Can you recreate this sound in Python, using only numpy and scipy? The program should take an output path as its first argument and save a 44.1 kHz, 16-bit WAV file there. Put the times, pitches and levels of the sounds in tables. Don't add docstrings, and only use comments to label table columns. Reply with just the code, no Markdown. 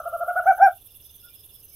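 import sys
import numpy as np
from scipy import signal
from scipy.fft import rfft, irfft
from scipy.io import wavfile

SR = 44100
rng = np.random.default_rng(int(sys.argv[2]) if len(sys.argv) > 2 else 0)


def wav_out(sig):
    wavfile.write(sys.argv[1], SR, np.round(np.clip(np.atleast_2d(sig).T, -1, 1) * 32767).astype(np.int16))


N = 77175
T = np.arange(N) / SR

DROOP_SHARE, ARCH_POWER = 0.3, 2.65
SPILL_DB, SPILL_GROWTH = -28.5, 0.1
# start t/s, length t/s, top pitch f/Hz, level/dB,
# then level/dB of the overtones at 2, 3 and 7 times the pitch, relative to the main tone
OWL_HOOTS = [(-.034, 0.049, 712, -26, 0.5, -54.5, -78), (0.05, 0.04, 693.6, -26, -4, -44.5, -72),
             (0.12, 0.053, 687.4, -25.5, -5, -57, -62), (.198, .046, 699, -23, -6.5, -50.5, -69),
             (0.271, 0.049, 720.6, -21, -6.5, -39, -65), (.353, .056, 741.6, -18, -5, -39, -65),
             (0.454, 0.077, 774.6, -10.5, -9.5, -28.5, -63.5),
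             (0.594, 0.098, 795.7, -7, -12.5, -31.5, -37.5)]
def owl():
    jitter = 1 + 0.002 * drift(150)
    shimmer = from_db(0.75 * drift(60))
    flutter = from_db(-1.3 * drift(70))
    voice, spill = np.zeros((2, N))
    for start, length, top_hz, db, second_db, third_db, seventh_db in OWL_HOOTS:
        progress = np.clip((T - start) / length, 0, 1)
        hz = top_hz * (1 - DROOP_SHARE * np.abs(2 * progress - 1) ** ARCH_POWER)
        phase = 2 * np.pi * np.cumsum(hz * jitter) / SR
        effort = swell(progress, rise=.33, fall=.31)
        overtones = (from_db(second_db) * np.cos(2 * phase)
                     + from_db(third_db) * swell(progress) * np.cos(3 * phase)
                     + from_db(seventh_db) * swell(progress) ** 5 * np.cos(7 * phase))
        hoot = effort * (np.cos(phase) + flutter * overtones)
        voice += from_db(db) * (hoot + husk(start, top_hz))
        spill += from_db(SPILL_GROWTH * db) * effort * overtones
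    fade_in = np.sin(np.pi / 2 * np.minimum(T / .004, 1)) ** 2
    scattered = scatter(spill * fade_in, decay_s=FOREST_DECAY_S, build_s=0.021)
    return forest(voice * shimmer * fade_in) + from_db(SPILL_DB) * scattered


HUSK_DB, HUSK_LEAD_S, HUSK_S = -26.5, 0.028, 0.045
# multiple of the top pitch, width f/Hz, relative level/dB
THROAT_BANDS = [(.9, 80, 5), (1.88, 120, -5)]
def husk(start, top_hz):
    noise = rng.standard_normal(N)
    throat = np.zeros(N)
    for multiple, width, db in THROAT_BANDS:
        hz = multiple * top_hz
        band = signal.butter(2, [hz - width, hz + width], "band", fs=SR, output="sos")
        throat += from_db(db) * rms_one(signal.sosfilt(band, resonate(noise, hz, 2 * width)))
    return from_db(HUSK_DB) * swell((T - start + HUSK_LEAD_S) / HUSK_S, rise=.61, fall=.27) * throat


LEAVES_DB, LEAVES_SIDE_DB, FOREST_DECAY_S = -21.5, -8, 0.13
# delay t/s, relative level/dB
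TRUNK_ECHOES = [(.00751, -10.5), (.01441, -10.5), (.03112, -14.5), (.04496, -21.5)]
def forest(x):
    echoes = sum(from_db(db) * np.interp(T - delay, T, x, left=0) for delay, db in TRUNK_ECHOES)
    mid, side = (scatter(x, FOREST_DECAY_S, build_s=0.036) for _ in range(2))
    return x + echoes + from_db(LEAVES_DB) * (mid + from_db(LEAVES_SIDE_DB) * side * [[1], [-1]])


KATYDID_DB, KATYDID_LEAVES_DB, CHORUS_DB = -55, -59.5, -60
SNAP_S, SNAP_SPEED = 0.0024, 0.87
CYCLE_TIMES = [.006, .103, .201, .297, 0.395, .492, 0.586, 0.685, .781, .878, .975, 1.071, 1.17, 1.264,
               1.366, 1.467, 1.565, 1.661, 1.755]
# end t/s from the cycle time, length t/s, relative level/dB, teeth per s, swell power
WING_STROKES = [(-.001, .041, 2.5, 830, .8), (0.048, 0.034, -1.5, 900, 1.1)]
def katydid():
    clicks = np.zeros(N)
    for lag, length, db, teeth_per_s, power in WING_STROKES:
        force = np.zeros(N)
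        speed = teeth_per_s * (1 + .14 * drift(48))
        for cycle in CYCLE_TIMES:
            time_left = cycle + lag - T
            scraping = (time_left > 0) & (time_left < length)
            force[scraping] = np.minimum(1.7 * (1 - time_left[scraping] / length), 1) ** power
            speed[scraping & (time_left < SNAP_S)] *= SNAP_SPEED
        teeth_passed = np.floor(np.cumsum(speed) / SR)
        clicks += from_db(db) * force * np.diff(teeth_passed, prepend=0)
    clicks *= from_db(-0.5 * rng.standard_normal(N))
    rasp = wing(clicks + from_db(-11.5) * scatter(clicks, decay_s=0.036, build_s=.0005))
    direct = from_db(KATYDID_DB) * pan(rasp, right_db=13)
    leaves = np.array([scatter(rasp, decay_s=0.1668, build_s=0.006) for _ in range(2)])
    chorus = wing(rng.standard_normal(N))
    return direct + from_db(KATYDID_LEAVES_DB) * leaves + from_db(CHORUS_DB) * chorus


# f/Hz, width f/Hz, relative level/dB
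WING_BANDS = [(8900, 1100, -29.5), (10930, 260, -6), (10945, 610, -5.5), (12160, 500, 4), (12400, 1800, -4),
              (13200, 300, -1), (14900, 350, -6.5)]
def wing(x):
    ringing = sum(from_db(db) * resonate(x, hz, width) for hz, width, db in WING_BANDS)
    return rms_one(signal.sosfilt(signal.butter(6, 8500, "high", fs=SR, output="sos"), ringing))


# start t/s, length t/s, level/dB
LOW_CRICKET = [(.868, 0.086, -65.5), (1.017, 0.092, -61), (1.19, 0.12, -61), (1.348, 0.082, -60),
               (1.512, .105, -61), (1.678, .11, -61)]
# start t/s, length t/s, level/dB
HIGH_CRICKET = [(-.14, .185, -60), (.425, .185, -59.5), (1.003, .205, -59), (1.607, .2, -59)]
def cricket(chirps, hz, pulse_s, sag_hz, edge_share):
    out = np.zeros(N)
    for start, length, db in chirps:
        chirp = swell((T - start) / length, rise=edge_share, fall=edge_share)
        stroke = (T - start) / pulse_s % 1
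        beeps = swell(stroke, rise=.55) * tone(hz - sag_hz * (stroke - .5), waver_hz=24.2)
        out += from_db(db) * chirp * beeps
    return out


RATTLE_HZ, RATTLE_WIDTH_HZ, RATTLE_PULSE_S = 3475, 200, 0.044
RATTLE_TIMES = [.595, 0.638, .685, .73, 0.776, 0.822, .868, 0.912, 0.959, 1.008, 1.056, 1.102, 1.147, 1.195,
                1.244, 1.289, 1.344, 1.39, 1.442, 1.498, 1.555]
# t/s, level/dB
RATTLE_GROWTH = [(.6, -70.5), (.8, -64.5), (1.1, -59.5), (1.56, -60.5)]
def rattling_frog():
    pulses = sum(swell((T - middle) / RATTLE_PULSE_S + .5) for middle in RATTLE_TIMES)
    noise = resonate(rng.standard_normal(N), RATTLE_HZ, 2 * RATTLE_WIDTH_HZ)
    throat = rms_one(resonate(noise, RATTLE_HZ, RATTLE_WIDTH_HZ))
    return from_db(np.interp(T, *np.transpose(RATTLE_GROWTH))) * pulses * throat


PIP_HZ, PIP_DB, PIP_S = 2812, -58, 0.018
PIP_TIMES = [0.073, 0.134, .3, .409, 0.466, 0.521, 0.642, .777, 0.887, .943, 1.0, 1.101, 1.225, 1.283, 1.35,
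             1.436, 1.503, 1.632]
def small_frog():
    pips = sum(swell((T - start) / PIP_S, rise=.2, fall=1) for start in PIP_TIMES)
    return from_db(PIP_DB) * pips * tone(PIP_HZ, waver_hz=30.22)


# start t/s, length t/s, pitch f/Hz, level/dB
WHISTLES = [(1.219, 0.084, 1423, -55.5), (1.275, 0.082, 2390, -65), (1.699, 0.081, 2290, -66.5)]
def whistles():
    return sum(from_db(db) * swell((T - start) / length) * tone(hz, waver_hz=33)
               for start, length, hz, db in WHISTLES)


AIR_DB = -58.5
# f/Hz, relative level/dB
AIR_SPECTRUM = [(20, -2), (45, -2), (75, 2.5), (115, -2), (170, -12), (260, -16.5), (430, -13.5),
                (800, -23.5), (1400, -29), (2100, -33), (3000, -16), (3600, -21), (4300, -27),
                (6500, -23.5), (7500, -44.5), (15000, -35)]
# f/Hz, likeness (1 = the same)
EAR_LIKENESS = [(60, 1), (300, 0.9), (1400, 1), (3100, .5), (7000, .4)]
def night_air():
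    hz = np.fft.rfftfreq(N, 1 / SR)
    mid, side = rfft(rng.standard_normal((2, N))) * from_db(at_hz(AIR_SPECTRUM, hz))
    alike = at_hz(EAR_LIKENESS, hz)
    both_ears = np.sqrt(1 + alike) * mid + np.sqrt(1 - alike) * side * [[1], [-1]]
    return from_db(AIR_DB) * rms_one(irfft(both_ears, N))


def far_off(x, right_db, leaves_db):
    leaves = np.array([scatter(x, decay_s=.2, build_s=0.0013) for _ in range(2)])
    return pan(x, right_db) + from_db(leaves_db) * leaves


def scatter(x, decay_s, build_s):
    t = T[:N // 3]
    tail = rng.standard_normal(len(t)) * from_db(-60 * t / decay_s) * (1 - np.exp(-t / build_s)) ** 2
    return signal.fftconvolve(x, tail / np.sqrt(np.sum(tail ** 2)))[:N]


def pan(x, right_db):
    return x * from_db(np.array([[-right_db], [right_db]]) / 2)


def tone(hz, waver_hz):
    return np.sin(2 * np.pi * np.cumsum(hz + waver_hz * drift(110)) / SR)


def swell(progress, rise=.5, fall=.5):
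    up = np.sin(np.pi / 2 * np.clip(progress / rise, 0, 1))
    down = np.sin(np.pi / 2 * np.clip((1 - progress) / fall, 0, 1))
    return (up * down) ** 2


def resonate(x, hz, width_hz):
    r = np.exp(-np.pi * width_hz / SR)
    feedback = [1, -2 * r * np.cos(2 * np.pi * hz / SR), r * r]
    return signal.lfilter(np.array([1, 0, -1]) * (1 - r * r) / 2, feedback, x + 1e-18)


def drift(rate_hz):
    r = np.exp(-2 * np.pi * rate_hz / SR)
    return rms_one(signal.lfilter([1], [1, -2 * r, r * r], rng.standard_normal(2 * N))[N:])


def at_hz(points, hz):
    row_hz, values = np.transpose(points)
    return np.interp(np.log(hz + 1), np.log(row_hz), values)


def rms_one(x):
    return x / np.sqrt(np.mean(x ** 2) + 1e-20)


def from_db(db):
    return 10 ** (np.asarray(db) / 20)


def scene():
    low = cricket(LOW_CRICKET, hz=5138, pulse_s=0.0173, sag_hz=120, edge_share=0.1)
    high = cricket(HIGH_CRICKET, hz=6100, pulse_s=.0168, sag_hz=264.1, edge_share=0.14)
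    crickets = far_off(low, right_db=-10.5, leaves_db=1) + far_off(high, right_db=6.5, leaves_db=-8)
    nearby = owl() + katydid()
    far_callers = far_off(rattling_frog() + small_frog() + whistles(), right_db=6, leaves_db=-3.5)
    return nearby + crickets + far_callers + night_air()


def record(dry):
    return signal.sosfilt(signal.ellip(12, .1, 80, 15780, fs=SR, output="sos"), dry)


dry = scene()
out = record(dry)
wav_out(out)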